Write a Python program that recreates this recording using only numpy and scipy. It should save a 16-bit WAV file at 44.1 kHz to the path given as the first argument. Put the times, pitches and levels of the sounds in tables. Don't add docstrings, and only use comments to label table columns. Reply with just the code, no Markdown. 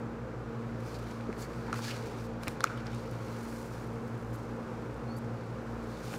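import sys
import numpy as np
from scipy import signal
from scipy.fft import rfft, irfft
from scipy.io import wavfile

SR = 44100
rng = np.random.default_rng(int(sys.argv[2]) if len(sys.argv) > 2 else 0)


def transcribe(u):
    v = np.clip(np.atleast_2d(u).T, -1, 1)
    q = np.round(v * 32767).astype(np.int16)
    wavfile.write(sys.argv[1], SR, q)


def voltage_ratio(decibels):
    exponent = np.asarray(decibels, float) / 20
    return 10 ** exponent


N = 272538

# peak_s, rise_s, fall_s, skin_db, flour_over_skin_db
SCRAPER_STROKES = [(1.34, .01, .012, -68, -18), (1.426, 0.04, 0.028, -54, -1.5), (1.59, 0.24, .1, -63, -6),
                   (1.7, .08, 0.052, -64, -15), (1.77, 0.037, 0.081, -52, -4.5),
                   (1.83, .025, 0.057, -48, -10), (1.885, 0.053, 0.028, -44, -12),
                   (1.911, 0.02, 0.012, -43, -17), (1.94, .03, 0.046, -50.5, -13),
                   (2.07, 0.24, 0.1, -55, -10), (2.17, .06, 0.065, -57.5, -19),
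                   (2.215, 0.043, 0.052, -67.5, 1), (2.255, 0.04, 0.015, -64, -1),
                   (2.37, .1, .07, -73, -20), (2.445, 0.025, 0.027, -63, 0), (2.51, 0.039, 0.039, -58, -3),
                   (2.67, 0.061, 0.093, -56, -12), (2.776, 0.0092, 0.034, -54, -30)]


def rms_one(x):
    return x / np.sqrt(np.mean(x ** 2) + 1e-20)


def in_time(rows):
    s, *columns = np.transpose(rows)
    return [np.interp(np.arange(N) / SR, s, column) for column in columns]


def drift(rate_hz):
    r = np.exp(-80 * np.pi * rate_hz / SR)
    slow = signal.lfilter([1], [1, -2 * r, r * r], rng.standard_normal(N // 40 + 2002))
    slow = rms_one(slow[2000:])
    return np.interp(np.arange(N) / 40, np.arange(len(slow)), slow)


def coloured(white, spectrum):
    hz, db = np.transpose(spectrum)
    axis = np.log(np.fft.rfftfreq(N, 1 / SR) + 1)
    gain = voltage_ratio(np.interp(axis, np.log(hz), db, left=-60, right=-60))
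    return rms_one(irfft(rfft(white) * gain, N))


def resonate(x, hz, width_hz):
    r = np.exp(-np.pi * width_hz / SR)
    poles = [1, -2 * r * np.cos(2 * np.pi * hz / SR), r * r]
    return signal.lfilter([(1 - r * r) / 2, 0, (r * r - 1) / 2], poles, x)


def add(out, s, piece):
    at = round(s * SR)
    out[at:at + len(piece)] += piece[:N - at]


def hum():
    # [(multiple, level_db rms)]
    machines = [
        (28.725, .295, [(1, -66), (4, -46), (6, -57), (10, -62), (11, -56), (12, -69), (13, -61), (16, -59), (17, -64), (18, -62), (19, -60), (22, -67)]),
        (57.89, .23, [(1, -54), (2, -54), (3, -62), (4, -54), (5, -62), (6, -66), (8, -63), (9, -65), (10, -68)]),
        (28.23, .27, [(2, -60), (7, -63), (8, -67)]),
        (112.92, .72, [(1, -59)]),
        (229.8, .05, [(1, -47)]),
        (120.01, .03, [(1, -52)]),
        (240.02, .76, [(1, -61)]),
        (125.81, .86, [(1, -53)]),
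        (126.66, .45, [(1, -53)]),
        (135.84, .14, [(1, -63)]),
    ]
    t, out = np.arange(N) / SR, np.zeros(N)
    for turns_per_s, start_turns, orders in machines:
        angle = 2 * np.pi * (turns_per_s * t + start_turns)
        for multiple, db in orders:
            out += np.sqrt(2) * voltage_ratio(db) * np.cos(multiple * angle)
    return out


def ventilation():
    # pitch_hz, level_db per Hz
    air = [(38, -40), (55, 1), (82, -7.5), (125, -2), (480, -3.5), (620, -9), (820, -7.5), (1400, -11),
           (1900, -22), (2600, -25.5), (3200, -32), (7500, -38.5), (9000, -45.5), (16000, -53)]
    # pitch_hz, width_hz, level_db
    duct = [(342, 15, -28.5), (423, 19, -13), (466.4, 23, -9), (513.4, 17.5, -11.5)]
    notes = sum(voltage_ratio(db) * rms_one(resonate(rng.standard_normal(N), hz, width_hz))
                for hz, width_hz, db in duct)
    breathing_db = -44.5 + 0.55 * drift(2.5)
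    return voltage_ratio(breathing_db) * (coloured(rng.standard_normal(N), air) + notes)


def kitchen(x):
    t60_s, tail_db = 0.99, -21
    echo_s, echo_db, echo_low_cut_hz = 0.0085, -21, 1900
    t = np.arange(SR // 2) / SR
    dull = signal.lfilter([1], [1, -.6], rng.standard_normal(len(t)))
    tail = dull * voltage_ratio(-60 * t / t60_s) * (1 - np.exp(-(t / 0.016) ** 2))
    tail /= np.sqrt(np.sum(tail ** 2))
    high_pass = signal.butter(2, echo_low_cut_hz, "high", fs=SR, output="sos")
    echo = signal.sosfilt(high_pass, np.roll(x, round(echo_s * SR)))
    scatter = rng.standard_normal(300) * np.exp(-np.arange(300) / 90)
    scatter /= np.sqrt(np.sum(scatter ** 2))
    echo = signal.fftconvolve(echo, scatter)[:N]
    return voltage_ratio(tail_db) * signal.fftconvolve(x, tail)[:N] + voltage_ratio(echo_db) * echo


def leaks():
    # start_s, length_s, level_db
    puffs = [
        (4.328, 0.038, -61),
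        (5.163, 0.03, -59.5),
    ]
    # time_s, pitch_hz, level_db
    whistle = [
        (5.07, 4170, -66),
        (5.112, 4380, -57),
        (5.126, 4460, -62),
        (5.132, 4360, -64),
        (5.158, 4490, -58),
        (5.18, 4740, -64),
        (5.185, 4950, -80),
        (5.192, 5050, -75),
        (5.21, 4950, -76),
    ]
    gate, t = np.zeros(N), np.arange(N) / SR
    for s, length_s, db in puffs:
        gate += voltage_ratio(db) * np.clip(np.minimum(t - s, s + length_s - t) / .004, 0, 1)
    hiss_spectrum = [(3000, -20), (4700, -3), (7000, 3), (9000, 2), (11500, 4), (15000, -2), (16500, -8)]
    hiss = gate * coloured(rng.standard_normal(N), hiss_spectrum)
    hz, whistle_db = in_time(whistle)
    sounding = np.clip(np.minimum(t - whistle[0][0], whistle[-1][0] - t) / .012, 0, 1)
    level = np.sqrt(2) * voltage_ratio(whistle_db - 1.5 + 2.0 * drift(60.0)) * sounding
    phase = 2 * np.pi * np.cumsum(hz + 25 * drift(90.0)) / SR
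    return hiss + level * np.sin(phase)


def thuds():
    # start_s, level_db, pitch_hz, decay_ms
    pushes = [(1.2911, -12, 340, 2.6), (2.642, -21, 830, 2.5), (2.6415, -19, 480, 3), (2.433, -27, 500, 3),
              (1.328, -30, 900, 2.5), (1.2955, -18, 290, 3.5), (1.731, -26, 400, 3), (2.4365, -30, 700, 3),
              (2.606, -26, 1200, 3.7), (6.139, -32, 710, 3), (2.27, -39, 247.3, 13), (2.472, -16.5, 270, 3),
              (2.481, -27, 110, 15), (2.93, -46, 100, 10), (3.119, -29, 120, 10), (6.14, -31, 190, 9.2)]
    out, t = np.zeros(N), np.arange(4000) / SR
    for s, db, hz, decay_ms in pushes:
        swell = (1 - np.exp(-t / .0025)) * np.exp(-t / (0.00067 * max(decay_ms, 2)))
        add(out, s, voltage_ratio(db) * np.sin(2 * np.pi * hz * t) * swell)
    return out


def ticks():
    # start_s, peak_db, centre_hz, width_octaves
    crumb_ticks = [(0.8058, -54, 8500, 1.2), (0.852, -58, 5000, 1), (.884, -59, 5000, .7),
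                   (.909, -57, 7000, 1.2), (.9204, -53, 5000, .7), (0.9434, -44, 6500, .8),
                   (.9684, -50, 5000, 1.2), (.9893, -49, 6000, 2.5), (.9935, -55, 10000, 1),
                   (1.0377, -54, 6940, 2), (1.0454, -60, 9000, 1.5), (1.2093, -46, 2500, 1.6),
                   (1.3275, -47, 3500, 2), (1.337, -54, 4500, 1), (2.4285, -47, 8000, 2),
                   (2.637, -33, 2000, 0.93), (2.6406, -25.5, 9000, 1.9), (2.7749, -47, 5940, 2.2),
                   (2.778, -52, 9900, 1.2), (2.799, -60, 11000, .4), (2.856, -52, 7000, .5),
                   (2.8685, -35, 4000, 0.96), (2.932, -57, 9000, 1.1), (2.9475, -39, 6950, 1),
                   (2.9495, -43, 6000, 1.2), (2.9824, -44, 7500, 1.3), (3.006, -55, 11500, .4),
                   (3.102, -61, 6500, .5), (3.1124, -40, 7000, 1.9), (4.3312, -56, 9000, 1.5),
                   (4.943, -53, 8000, 1), (5.886, -55, 5500, .8), (6.006, -52, 5500, 1.2),
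                   (6.0368, -40, 5500, 1.3), (6.0434, -45, 7000, 1.5), (6.072, -52, 5500, 1),
                   (6.085, -48, 5500, 2), (6.105, -52, 6000, 1), (6.119, -52, 4500, 1.2),
                   (6.159, -50, 5000, 2)]
    # start_s, peak_db, centre_hz, width_octaves
    snags = [(1.7515, -46, 4500, 1.5), (1.758, -42, 2600, 1), (1.766, -42, 4500, 1.5),
             (1.774, -43, 5000, 1), (1.786, -44, 2500, 1.5), (1.829, -44, 4000, 1.8),
             (1.836, -38, 3500, 1.5), (1.845, -39, 4500, 1.8), (1.861, -40, 3000, 2),
             (1.871, -39, 4500, 1.3), (1.883, -36, 3500, 2), (1.89, -40, 4000, 2), (1.897, -39, 3500, 2),
             (1.905, -37, 3000, 2), (1.914, -39, 3000, 2), (1.924, -47, 3000, 1.5)]
    decay_ms = 0.99
    out, t = np.zeros(N), np.arange(300) / SR
    for s, db, hz, octaves in [*crumb_ticks, *snags]:
        band_hz = np.clip(hz * 2 ** (np.array([-.5, .5]) * max(octaves, .2)), 500, 16000)
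        burst = (4 * (t == 0) + rng.standard_normal(len(t))) * np.exp(-t / (0.0013 * decay_ms))
        tick = signal.sosfilt(signal.butter(2, band_hz, "band", fs=SR, output="sos"), burst)
        add(out, s, voltage_ratio(db) * tick / np.abs(tick).max())
    return out


def contacts():
    # start_s, crack_db, body_db, body_hz, contact_ms
    knocks = [(1.683, -60, -40, 950, 7.3), (1.696, -60, -34, 895, 3.7), (1.7279, -29, -24.5, 1300, 4.4),
              (1.742, -36, -30, 1160, 2.9), (1.7908, -46, -28.5, 1250, 1.6), (2.429, -50, -42, 1060, 2.8),
              (2.4337, -51, -40, 1600, 1.8), (2.436, -47, -33, 1080, 1.6), (2.6055, -29, -24.5, 1450, 1.9),
              (2.6402, -19, -13, 1327, 3.9), (1.328, -43, -36, 2030, 1.4), (1.737, -53, -34, 1290, 3.8),
              (2.699, -55, -33, 1360, 2.2), (2.716, -55, -39, 1460, 4.5), (2.775, -49, -40, 1360, 2.6),
              (6.129, -42, -44, 1340, 3.7), (6.139, -46, -40, 1510, 3.9)]
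    # start_s, crack_db, bright_db, body_db
    slaps = [
        (1.2085, -48, -28, -44),
        (2.4337, -35.5, -8, -36),
        (2.4709, -42, -29, -32),
        (2.4748, -46, -25, -27),
        (2.4805, -29, -4, -25.5),
        (2.483, -36, -12, -38),
        (2.4853, -39, -20, -39),
        (2.6714, -44, -20, -34),
        (6.138, -44, -14, -40),
    ]
    slap_hz, slap_ms = 2240, 0.68
    palm_lag_s, palm_hz, palm_db = 0.000994, 840, -2.5
    hits = []
    for s, db, body_db, hz, ms in knocks:
        hits.append((s, db, -31 + 2 * ms, hz, body_db, ms))
    for s, db, bright_db, body_db in slaps:
        hits.append((s, db, bright_db, slap_hz, body_db, slap_ms))
        hits.append((s + palm_lag_s, db - 5, bright_db, palm_hz, body_db + palm_db, 2 * slap_ms))
    return hits


def taps():
    # pitch_hz, width_hz, level_db
    scraper_modes = [(2330, 350, 3), (3540, 140, 8), (4120, 180, 7.5), (5020, 220, 5), (5630, 300, -1),
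                     (6830, 250, 1), (7350, 250, -7), (8750, 490, 0), (9500, 400, -5)]
    face_lag_s = .0004
    out, t = np.zeros(N), np.arange(600) / SR
    mid = signal.butter(2, [1800, 8000], "band", fs=SR, output="sos")
    top = signal.butter(2, [6500, 13500], "band", fs=SR, output="sos")
    for s, crack_db, bright_db, hz, body_db, contact_ms in contacts():
        low, high, rough = rng.standard_normal((3, len(t)))
        contact = t / (0.00092 * max(contact_ms, 1))
        fade = .85 * np.exp(-contact / .22) + .15 * np.exp(-contact / .8)
        fade = np.minimum(t / .0002, 1) * fade
        blow = 1.5 * low * fade + 2.0 * (t == 0)
        modes = sum(voltage_ratio(db) * resonate(blow, mode_hz, width_hz) * (-1) ** k
                    for k, (mode_hz, width_hz, db) in enumerate(scraper_modes))
        dull = signal.sosfilt(mid, low * fade + 1.8 * modes)
        sharp = signal.sosfilt(top, high * fade ** 1.5)
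        crack = dull / np.abs(dull).max() + voltage_ratio(bright_db + 6.5) * sharp / np.abs(sharp).max()
        swell = np.tanh((contact / 0.24) ** 2) * np.exp(-(contact / 1.02) ** 5.3)
        ring = np.sin(2 * np.pi * hz * t * (1.06 - 0.045 * contact))
        ring = ring + .6 * resonate(resonate(rough, hz, 900.0), hz, 900.0)
        push = 0.41 * contact * np.sin(2 * np.pi * 520 * t)
        add(out, s + .0001, voltage_ratio(crack_db) * crack)
        add(out, s + face_lag_s, voltage_ratio(body_db) * swell * (ring + push))
    return out


def stroke(s, rise_s, fall_s):
    ends_db, sharpness = 9.5, 1.37
    late = np.arange(0, N + 32, 32) / SR - s
    speed = voltage_ratio(-ends_db * np.abs(late / np.where(late < 0, rise_s, fall_s)) ** sharpness)
    return np.interp(np.arange(N) / 32, np.arange(len(speed)), speed)


def stroke_power(s, rise_s, fall_s, db):
    return (voltage_ratio(db) * stroke(s, rise_s, fall_s)) ** 2


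def grit(per_s, spread_db):
    sizes = voltage_ratio(spread_db * np.minimum(rng.exponential(1, N), 4)) * rng.standard_normal(N)
    slips = sizes * (rng.random(N) < per_s / SR)
    return rng.standard_normal(N) + 0.65 * rms_one(slips)


def biting_edge(flutter_db):
    # peak_s, rise_s, fall_s, level_db
    bites = [(1.08, 0.027, 0.058, -55), (1.212, 0.02, 0.0074, -51), (1.5, 0.26, 0.31, -58),
             (1.7, 0.037, 0.068, -50.5), (1.76, 0.026, 0.034, -46), (1.802, .02, 0.021, -59),
             (1.838, 0.011, 0.032, -48), (1.905, 0.021, 0.025, -45), (1.95, 0.033, 0.19, -53.5),
             (2.45, 0.055, .12, -57), (2.655, 0.019, .03, -45), (2.72, .06, 0.15, -54),
             (2.87, .02, 0.092, -54), (3.45, 0.44, 0.043, -59), (3.525, .01, .1, -58),
             (5.815, 0.065, 0.013, -63), (6.05, .2, .08, -60), (6.138, 0.023, 0.034, -52)]
    # pitch_hz, level_db per Hz
    edge = [(550, -32), (800, -10), (1050, -1), (1450, 8), (2300, -2.5), (2700, -14), (3300, -14)]
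    idle_db = -60.5
    power = voltage_ratio(2 * idle_db) + sum(stroke_power(*bite) for bite in bites)
    grating = coloured(grit(1200.0, spread_db=2.5), edge)
    return np.sqrt(power) * voltage_ratio(flutter_db + 1.3 * drift(36.0)) * grating


def singing_blade(slips):
    power = sum(stroke_power(s, rise_s, fall_s, db)
                for s, rise_s, fall_s, db, _ in SCRAPER_STROKES if s < 2)
    band = rms_one(resonate(slips, hz=4550, width_hz=700))
    return np.sqrt(power) * voltage_ratio(-14.0 + 2.3 * drift(25.0)) * band


def crumbs(skin_power):
    per_s, level_db = 130, -19.0
    snaps = rng.standard_normal(N) * (rng.random(N) < per_s / SR)
    snaps = resonate(resonate(snaps, 4500, 5000.0), 4500, 5000.0)
    return np.sqrt(skin_power) * voltage_ratio(level_db) * rms_one(snaps)


def glints(slips):
    # peak_s, half_length_s, level_db, pitch_hz, width_hz
    lit = [(.87, .03, -69, 4900, 1500), (0.955, .008, -56, 4200, 1300), (1.12, 0.014, -76, 3500, 1200),
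           (1.427, 0.0086, -56, 6800, 1500), (1.435, .03, -65, 4500, 450), (1.765, 0.011, -60, 2590, 500),
           (1.77, 0.0074, -59, 1700, 500), (1.808, 0.0074, -50, 1300, 500), (1.843, 0.017, -63, 6460, 1200),
           (1.83, 0.0089, -55, 3420, 600), (1.882, 0.016, -57, 4680, 500), (1.886, 0.0095, -45, 1590, 400),
           (1.913, 0.014, -49, 2750, 596), (1.303, 0.0056, -44, 1380, 400), (2.708, 0.039, -58, 1410, 600),
           (6.132, 0.011, -46, 700, 400), (2.614, 0.0049, -49, 4200, 800), (2.676, 0.0055, -47, 2500, 400),
           (2.78, .008, -59, 3160, 900), (5.94, .02, -67, 4300, 700), (6.085, .008, -63, 4800, 600),
           (6.128, .006, -58, 2500, 700), (6.141, .004, -48, 2680, 500), (6.146, 0.0039, -47, 800, 300),
           (6.163, .008, -64, 3200, 700)]
    out = np.zeros(N)
    for s, half_s, db, hz, width_hz in lit:
        band = rms_one(resonate(resonate(slips, hz, width_hz), hz, 2 * width_hz))
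        out += voltage_ratio(db) * stroke(s, half_s, half_s) * band
    return out


def rubbing():
    # time_s, skin_db, flour_db
    press = [
        (0, -75, -98),
        (.7, -67, -83),
        (2.3, -65, -85),
        (4.1, -69, -73.5),
        (4.7, -68, -78),
        (5.1, -68.5, -77.5),
        (5.5, -65, -78.5),
        (6.18, -76, -76),
    ]
    # peak_s, rise_s, fall_s, skin_db, flour_over_skin_db
    hand_strokes = [(.806, 0.011, .014, -67, -1), (.87, 0.044, .08, -63, -1), (.91, .04, .03, -60, -14),
                    (.955, 0.028, 0.02, -55.5, -9), (.992, .008, .012, -60, -5),
                    (1.042, .015, 0.014, -68, -6), (1.11, 0.24, 0.1, -58.5, -10),
                    (1.23, 0.035, .09, -64, -24), (2.87, 0.036, 0.088, -57, -26),
                    (2.95, 0.043, 0.066, -54.5, -13), (3.08, 0.15, 0.055, -63, -11),
                    (3.34, 0.3, 0.17, -59.5, -19), (3.56, 0.43, 0.23, -62.5, 0),
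                    (3.75, 0.12, 0.17, -63, -4), (4.36, 0.047, 0.12, -64.5, -8), (5.68, .04, .14, -79, 0),
                    (5.92, .12, 0.11, -60.5, -9.5), (6.08, 0.13, 0.06, -55, -8.5),
                    (6.135, 0.069, .1, -54.5, -6), (6.165, 0.031, .04, -65, 6)]
    # pitch_hz, level_db per Hz
    skin_spectrum = [(1500, -16), (2200, 4), (3200, 0), (4600, 1), (6700, -11.5), (9000, -34), (14000, -44)]
    # pitch_hz, level_db per Hz
    flour_spectrum = [(4000, -12), (7000, -6), (9000, -7.5), (13000, -12), (16000, -12)]
    # pitch_hz, width_hz, level_db
    hollows = [(1560, 150, 2.5), (2340, 380, 9), (3560, 450, 3), (4500, 400, -24), (5720, 530, -1),
               (7100, 1900, -4)]
    skin_power, flour_power = voltage_ratio(2 * np.array(in_time(press)))
    for s, rise_s, fall_s, db, flour_db in [*hand_strokes, *SCRAPER_STROKES]:
        power = stroke_power(s, rise_s, fall_s, db)
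        skin_power = skin_power + power
        flour_power = flour_power + power * voltage_ratio(2 * flour_db)
    flutter_db = 1.2 * drift(60.0)
    slips = grit(2200.0, spread_db=2.3)
    hollow = sum(voltage_ratio(db + 4.0 * drift(15.0)) * rms_one(resonate(slips, hz, width_hz))
                 for hz, width_hz, db in hollows)
    skin = coloured(slips, skin_spectrum) + 0.4 * rms_one(hollow)
    skin = np.sqrt(skin_power) * voltage_ratio(-3.5 + flutter_db) * skin
    flour_gain = np.sqrt(flour_power) * voltage_ratio(1.34 + flutter_db + 0.95 * drift(30.0))
    flour = flour_gain * coloured(slips, flour_spectrum)
    scraper = biting_edge(flutter_db) + singing_blade(slips)
    return skin + flour + scraper + crumbs(skin_power) + glints(slips)


def scene():
    hits = taps() + ticks() + thuds()
    background = hum() + ventilation()
    return (background + rubbing() + leaks() + hits + kitchen(hits))[None]


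def low_pass(x):
    return signal.sosfilt(signal.butter(12, 15840, fs=SR, output="sos"), x)


def record(dry):
    top_cut = signal.cheby2(10, 30, 16050, fs=SR, output="sos")
    mix = signal.sosfilt(top_cut, dry)
    return low_pass(mix)


dry = scene()
out = record(dry)
transcribe(out)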